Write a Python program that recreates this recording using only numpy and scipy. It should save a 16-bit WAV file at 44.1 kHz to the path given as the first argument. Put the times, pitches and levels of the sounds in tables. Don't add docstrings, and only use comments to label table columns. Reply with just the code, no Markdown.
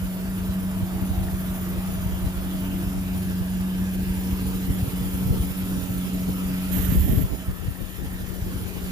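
import sys
import numpy as np
from scipy import signal
from scipy.io import wavfile
from scipy.ndimage import uniform_filter1d

SR = 44100
rng = np.random.default_rng(int(sys.argv[2]) if len(sys.argv) > 2 else 0)


def wav_out(sig):
    wavfile.write(sys.argv[1], SR, np.round(np.clip(np.atleast_2d(sig).T, -1, 1) * 32767).astype(np.int16))


N = 392931


def gain_of(db):
    return 10 ** (np.asarray(db) / 20)


def evened(x):
    return x / np.sqrt(np.mean(x ** 2) + 1e-20)


def curves(rows):
    s, *columns = np.transpose(rows)
    return [np.interp(np.arange(N) / SR, s, column) for column in columns]


def read(points, hz):
    f, value = np.transpose(points)
    return np.interp(np.log(hz + 1), np.log(f + 1), value)


def wander(rate_hz):
    t = np.arange(0, N, 64) / SR
    rates = np.geomspace(rate_hz / 4, rate_hz, num=24)
    slow = sum(np.sin(2 * np.pi * (f * t + rng.random())) for f in rates)
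    return np.interp(np.arange(N) / SR, t, evened(slow))


def coloured(points):
    return lambda hz, s: gain_of(read(points, hz))


def ring(hz, centre_hz, width_hz):
    return 1 / (1 + (2 * (hz - centre_hz) / width_hz) ** 2)


def panned(db):
    return gain_of(np.array([db / 2, -db / 2]))


def add(mix, s, sound):
    start = round(s * SR)
    mix[:, start:start + sound.shape[-1]] += sound


# (frequency [Hz], likeness [0 to 1])
PORT_LIKENESS = [(60, .99), (200, 1), (640, .85), (1500, .6), (4000, .3), (15000, .2)]


def engine_alike(hz):
    return read(PORT_LIKENESS, hz)


LAG_S = 0.00019


def noise(gain, alike, patchy_db):
    frames, hz = N // 512 + 5, np.fft.rfftfreq(2048, 1 / SR)
    a, b, c, d, patches = rng.standard_normal((frames, 1025, 5), dtype=np.float32).T
    patches = uniform_filter1d(patches, size=16, axis=0)
    patches = evened(uniform_filter1d(patches, size=8, axis=1))
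    same = np.clip(alike(hz), 0, 1)[:, None]
    late = np.exp(-2j * np.pi * hz * LAG_S)[:, None]
    right = a + 1j * b
    left = same * late * right + np.sqrt(1 - same ** 2) * (c + 1j * d)
    colour = gain(hz[:, None], np.arange(frames) * 512 / SR)
    spectra = np.array([left, right]) * colour * gain_of(patchy_db * patches)
    return evened(signal.istft(spectra, nperseg=2048, noverlap=1536)[1][:, :N])


# (time [s], hum level [dB], level of the tone a fifth above [dB])
HUM_LEVELS = [(0, -31, -55), (.6, -27.5, -49.5), (1.3, -30.5, -47.5), (1.85, -29.5, -59), (2.3, -32, -47.5),
              (2.7, -29.5, -38.5), (3.6, -26.5, -48.5), (4.4, -28, -42), (4.7, -29, -41.5),
              (5.1, -29.5, -42.5), (6.8, -27.5, -39), (7.1, -32.5, -43), (7.3, -36.5, -48),
              (7.6, -38.5, -48.5), (8, -37, -55), (8.91, -32.5, -53)]
# (time [s], pitch [Hz])
HUM_PITCHES = [(0, 185), (.3, 188), (.5, 186.5), (.7, 188.3), (.9, 185.7), (1.4, 186.2), (1.8, 184.9),
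               (2.3, 185.9), (2.9, 187.4), (3.2, 185.1), (3.7, 184.8), (4, 187.3), (4.5, 186.8),
               (4.8, 185.3), (5.5, 185.5), (6, 183.3), (6.3, 185.7), (7.2, 183.4), (8.91, 183.9)]


def hum():
    low_db, high_db = curves(HUM_LEVELS)
    hz = curves(HUM_PITCHES)[0]
    turns = np.cumsum(hz * (1 + .004 * wander(14) + .003 * wander(4))) / SR
    turns = np.array([turns - hz * LAG_S, turns])
    low = gain_of(low_db + 1.07 * wander(16) + 0.41 * wander(2.5)) * np.sin(2 * np.pi * turns)
    high = gain_of(high_db + 1.6 * wander(8)) * np.sin(3 * np.pi * turns + .5 * wander(5))
    return np.sqrt(2) * (low + high)


STEADY_HZ = 7


def drone(hz, width_hz, db, s, reach, glide=0):
    first, last = max(round((s - 3 * reach) * SR), 0), min(round((s + 3 * reach) * SR), N)
    t = np.arange(first, last) / SR
    r = np.exp(-np.pi * width_hz / SR)
    raw = rng.standard_normal((len(t), 4)).T
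    a, b, c, d = map(evened, signal.lfilter([1], [1, -2 * r, r * r], raw))
    same = np.clip(engine_alike(hz), 0, 1)
    right = a + 1j * b + 2 * np.exp(-(width_hz / STEADY_HZ) ** 2)
    late = np.exp(-2j * np.pi * hz * LAG_S)
    left = same * late * right + np.sqrt(1 - same ** 2) * (c + 1j * d)
    carrier = np.exp(2j * np.pi * (hz * t + glide * (t - s) ** 2 / 2))
    tone = (np.array([left, right]) * carrier).real
    return t[0], evened(tone) * gain_of(db) / (1 + ((t - s) / reach) ** 4)


# (pitch [Hz], width [Hz], level [dB], centre time [s], reach [s])
WEAK_DRONES = [(71.7, 12, -39, 4, 1.2), (97.6, 7, -40, 2, 2.2), (159.5, 4, -42, 1.5, 2),
               (320, 10, -51, 1.05, .5), (339, 6.5, -50, 1.2, 3.2), (328, 30, -46, 2.75, .35),
               (357, 7, -52, 3.2, 1.2), (408, 7, -52, 6.5, .5), (406, 7, -54, 8.5, .5),
               (434, 12, -53, 0.9, 0.9), (435, 8, -56, 3.8, .8), (463, 7, -53, 4.9, .9),
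               (645, 75, -49, 1.2, 2.3), (639, 30, -53, 6.6, 0.88), (1100, 1400, -46.5, 1.4, 1.7),
               (1327, 86, -54.5, 6.3, 1.7), (1640, 270, -51, 3.75, 0.63), (1800, 260, -53.5, 7.9, 0.7),
               (1830, 110, -54, 8.1, .17)]
# (pitch [Hz], width [Hz], level [dB], centre time [s], reach [s], glide [Hz per s])
HUSKY_TONES = [(760, 200, -45.5, .93, .09, 500), (720, 200, -44, 1.21, .1, -200),
               (1130, 90, -50, 1.6, .07, -200), (810, 50, -53, 1.87, .07, 0), (965, 15, -56, 2.22, .2, 0),
               (900, 40, -52, 2.67, .05, -500), (700, 80, -51, 2.84, .04, -300),
               (870, 50, -50, 3.68, .04, 400), (900, 70, -51, 4.14, .04, -500),
               (975, 30, -54, 4.28, .1, 150)]


def drones():
    out = np.zeros((2, N))
    for row in WEAK_DRONES + HUSKY_TONES:
        add(out, *drone(*row))
    return out


# (time [s], roar level [dB], engine bay hiss level [dB])
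ENGINE_LEVELS = [(0, -38.5, -44.5), (1.1, -38.5, -44), (1.5, -37.5, -41.5), (2, -37.5, -43),
                 (3.2, -37, -44), (3.8, -37.5, -45.5), (4.15, -36, -42), (5.2, -35.5, -39.5),
                 (6, -35.5, -41.5), (6.4, -36, -42.5), (6.8, -33.5, -41), (7.25, -38, -43.5),
                 (7.6, -40.5, -47), (8.1, -39.5, -46), (8.91, -36, -43.5)]
# (frequency [Hz], relative level [dB per Hz])
ROAR_COLOUR = [(30, -20), (70, -7), (130, -14.5), (240, -14.5), (400, -21.5), (550, -26.5), (1000, -27),
               (2000, -30), (3100, -29), (4200, -36), (6000, -37), (7600, -39.5), (8700, -42),
               (11000, -52.5), (16000, -60)]
# (frequency [Hz], relative level [dB per Hz])
HISS_COLOUR = [(7000, -19), (9500, -3), (11200, -3), (12300, 3.5), (13000, 3.5), (14000, 0), (15000, 2.5),
               (16000, -6)]
# (time [s], pitch [Hz])
WHINE_PITCH = [(0, 1014), (.37, 1022), (.69, 1027), (1, 1012), (1.33, 1022), (1.97, 996), (2.3, 1010),
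               (2.6, 1018), (2.9, 1035), (3.2, 1005), (3.57, 1006), (3.9, 1016), (4.5, 1014), (4.85, 1005),
               (5.3, 1003), (5.5, 1030), (5.8, 982), (6.1, 1007), (6.8, 1001), (7.15, 995), (7.6, 1010),
               (7.9, 996), (8.91, 1003)]
# (multiple [times], width [Hz], level over the roar [dB], throb depth [dB])
BELT_WHISTLES = [(5, 170, -27, 1), (7, 300, -19, 1.5), (8.1, 170, -25, -1.5), (9, 190, -24, -0.5),
                 (10, 250, -17.5, 3.5), (12.3, 200, -27, -2), (12.9, 220, -20, 0)]
BELT_HZ, BELT_TURNS = 3.16, 0.19
CRANK_PER_BELT = 4
HISS_PAN_DB, ROAR_PAN_DB = -4.5, -1


def engine():
    roar_db, hiss_db = curves(ENGINE_LEVELS)
    t = np.arange(N) / SR
    loop = 2 * np.pi * (BELT_HZ * t - BELT_TURNS)
    crank = np.cos(CRANK_PER_BELT * loop + .6 * wander(1.5))

    roar = noise(coloured(ROAR_COLOUR), engine_alike, patchy_db=2.0)
    roar = roar * gain_of(.5 * crank + .5 * wander(30))

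    slipping_hz = curves(WHINE_PITCH)[0] * (1 - .004 * np.sin(loop) + .006 * wander(12))
    for multiple, width, db, throb_db in BELT_WHISTLES:
        def whistle_colour(f, s):
            return ring(f, multiple * np.interp(s, t, slipping_hz), width)
        whistle = noise(whistle_colour, engine_alike, patchy_db=1.2)
        throb = throb_db * (np.cos(loop) + .5 * wander(9))
        roar = roar + whistle * gain_of(db + throb + .73 * crank)

    hiss = noise(coloured(HISS_COLOUR), engine_alike, patchy_db=1.8)
    hiss = hiss * gain_of(0.72 * crank + 1.1 * wander(30))
    roar = roar * gain_of(roar_db) * panned(ROAR_PAN_DB)[:, None]
    return roar + hiss * gain_of(hiss_db) * panned(HISS_PAN_DB)[:, None]


# (peak time [s], half length [s], low rumble level [dB],
#         flutter level at the left port [dB], flutter level at the right port [dB])
GUST_ROWS = [(1.147, 0.17, -28, -40, -43), (2.103, 0.19, -29, -51, -53), (2.75, 0.23, -41, -45, -53),
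             (3.193, 0.087, -38, -36, -41), (4.1, 0.22, -35, -56, -56), (4.548, 0.078, -44, -36, -40),
             (4.85, 0.29, -29.5, -33.5, -35.5), (5.33, 0.078, -25, -26, -28),
             (5.848, 0.12, -39, -35, -31.5), (6.348, 0.14, -47, -33, -35), (6.78, 0.055, -30, -30, -37),
             (6.98, 0.17, -22, -33, -28.5), (7.17, 0.11, -25.5, -26, -33), (6.959, 0.01, -32, -21, -23),
             (7.085, 0.013, -37, -30, -20.5), (7.134, 0.016, -30, -18, -35), (7.22, 0.0069, -35, -22, -34),
             (7.188, 0.017, -30, -17, -35), (7.592, 0.12, -30.5, -46, -32.5),
             (8.603, 0.64, -30.5, -41, -34)]
BREEZE_DB, FLUTTER_DB = -34, -40.5


def blowing():
    t = np.arange(0, N, 64) / SR
    power = gain_of([[BREEZE_DB], [FLUTTER_DB], [FLUTTER_DB]]) ** 2
    for s, half, *db in GUST_ROWS:
        power = power + gain_of(db)[:, None] ** 2 * np.exp(-((t - s) / half) ** 2)
    return [np.interp(np.arange(N) / SR, t, 10 * np.log10(p)) for p in power]


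# (frequency [Hz], relative level [dB per Hz])
RUMBLE_COLOUR = [(15, -32), (30, -0.5), (48, 2), (90, -2.5), (130, -14), (250, -29), (600, -42),
                 (1500, -100)]
# (frequency [Hz], relative level [dB per Hz])
FLUTTER_COLOUR = [(15, -32), (30, -24), (60, -20), (120, -0.5), (250, -6), (500, -18.5), (900, -38),
                  (1800, -100)]


def wind():
    rumble_db, *flutter_db = blowing()
    rumble = noise(coloured(RUMBLE_COLOUR), lambda f: .2 + 0 * f, patchy_db=.5)
    flutter = noise(coloured(FLUTTER_COLOUR), lambda f: 0 * f, patchy_db=-1.0)
    broken = np.clip((-19.5 - rumble_db) / 9, .2, 1)
    own_puffs = np.array([wander(24), wander(24)])
    lumps = gain_of(broken * (2.8 * wander(15) + 2.3 * own_puffs))
    return (gain_of(rumble_db) * rumble + gain_of(flutter_db) * flutter) * evened(lumps)


def wavelet(hz, half_s, turn):
    t = np.arange(-.05, .05, 1 / SR)
    return np.exp(-(t / half_s) ** 2) * np.cos(2 * np.pi * (hz * t + turn))


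# (middle time [s], peak level [dB], left minus right [dB], pitch [Hz])
BUFFET_ROWS = [(0.494, -18, 2, 70), (0.828, -16, -1, 78), (1.18, -16, -2, 72), (1.28, -21, -5, 76),
               (1.525, -22, -3, 90), (1.783, -16.5, -1, 61.4), (2.062, -16, 1, 83), (2.271, -15, 0, 77.6),
               (2.366, -19, -2, 70), (2.869, -16.5, -1, 66.7), (3.411, -17, -2, 77), (3.609, -20, -2, 75),
               (3.989, -20, -2, 72), (4.028, -20, -1, 71), (4.107, -17, -4, 87), (4.328, -15, 2, 66),
               (4.458, -20, 1, 87), (4.646, -21, -4, 74), (4.705, -26, 3, 91), (4.795, -25, -9, 73),
               (4.827, -12, 0, 82), (4.88, -5.5, 2.5, 110), (5.261, -14, -2, 96), (5.307, -6, 3, 104),
               (5.405, -11, 2, 66), (5.516, -15, 11, 90), (5.634, -23, 8, 92), (5.829, -23, -7, 75),
               (5.905, -19, 3, 89), (6.456, -22, 2, 61), (6.798, -15, 26, 81), (6.842, -21, 13, 70),
               (6.891, -11, -11, 77), (6.924, -10.5, 11, 140), (6.974, -7.5, 10, 55), (7.004, -12, -11, 67),
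               (7.048, -12, -16, 76), (7.098, -11.5, -12, 88), (7.133, -9, 10, 151), (7.145, -17, 4, 84),
               (7.179, -9, 15, 78), (7.238, -13, 0, 65), (7.388, -30, -14, 64.6), (7.483, -17.5, 1, 70),
               (7.686, -10.5, -5, 88), (8.065, -23, 12, 75.5), (8.423, -14, -1, 75), (8.548, -19.5, 0, 88)]
BUFFET_TURNS = 0.46
TICK_S, TICK_DB, TICK_HZ, TICK_HALF_S = 1.286, -35, 1780, 0.0016


def buffets():
    out = np.zeros((2, N))
    chances = rng.random((len(BUFFET_ROWS), 2))
    for (s, db, pan_db, hz), (turn, skew) in zip(BUFFET_ROWS, chances):
        port_turns = turn + np.array([[0], [.45 * (skew - .5)]])
        push = wavelet(hz, BUFFET_TURNS / hz, port_turns)
        port_gains = gain_of(db) * evened(panned(pan_db))[:, None]
        add(out, s - .05, port_gains * push)
    add(out, TICK_S - .05, gain_of(TICK_DB) * wavelet(TICK_HZ, TICK_HALF_S, 0))
    return out


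# (frequency [Hz], relative level [dB per Hz])
AIR_COLOUR = [(500, -42), (1200, -25), (1800, -6.5), (2300, -15), (3000, -10.5), (5000, -26), (7200, -16),
              (9000, -17), (11300, -10), (12500, 1.5), (13800, -6.5), (15000, -9), (16000, -14)]
JET_START_S, JET_STOP_S, JET_EDGE_S = 6.712, 7.244, .012
JET_DB, JET_FADE_DB_PER_S = -27, 10


def jet():
    t = np.arange(N) / SR
    valve = np.clip(np.minimum(t - JET_START_S, JET_STOP_S - t) / JET_EDGE_S, 0, 1)
    air = noise(coloured(AIR_COLOUR), engine_alike, patchy_db=.7)
    level_db = JET_DB - JET_FADE_DB_PER_S * (t - JET_START_S) + 0.95 * wander(40)
    return air * valve * gain_of(level_db) * gain_of([[-22], [0]])


def scene():
    return hum() + drones() + engine() + wind() + buffets() + jet()


# (start time [s], end time [s], depth [dB], port [0 left, 1 right])
BASS_DIPS = [(4.846, 4.926, 12, 0), (4.848, 4.933, 8, 1), (5.516, 5.562, 27, 0), (5.51, 5.557, 5, 1),
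             (5.787, 5.884, 8, 0), (6.06, 6.095, 32, 0), (7.278, 7.372, 21, 0), (7.42, 7.431, 9, 0),
             (7.51, 8.85, 4, 1), (7.517, 7.66, 25, 1), (7.693, 8.022, 17, 1), (8.251, 8.387, 14, 1),
             (8.648, 8.808, 16, 1)]
DIP_HZ, LOW_CUT_HZ, EDGE_HZ = 273, 33.5, 15490
OVERLOAD = .6


def record(dry):
    t, loss_db = np.arange(N) / SR, np.zeros((2, N))
    for start, end, depth_db, port in BASS_DIPS:
        inside = np.clip(np.minimum(t - start, end - t) / 0.0056 + .5, 0, 1)
        loss_db[round(port)] += depth_db * inside
    bass = signal.sosfiltfilt(signal.butter(6, DIP_HZ, fs=SR, output="sos"), dry)
    thinned = dry - bass * (1 - gain_of(-loss_db))
    thinned = signal.sosfilt(signal.butter(4, LOW_CUT_HZ, "high", fs=SR, output="sos"), thinned)
    rounded = OVERLOAD * np.tanh(thinned / OVERLOAD)
    band_limit = signal.firwin(1023, EDGE_HZ, window=("kaiser", 9), fs=SR)
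    return signal.oaconvolve(rounded, band_limit[None], "same")


dry = scene()
out = record(dry)
wav_out(out)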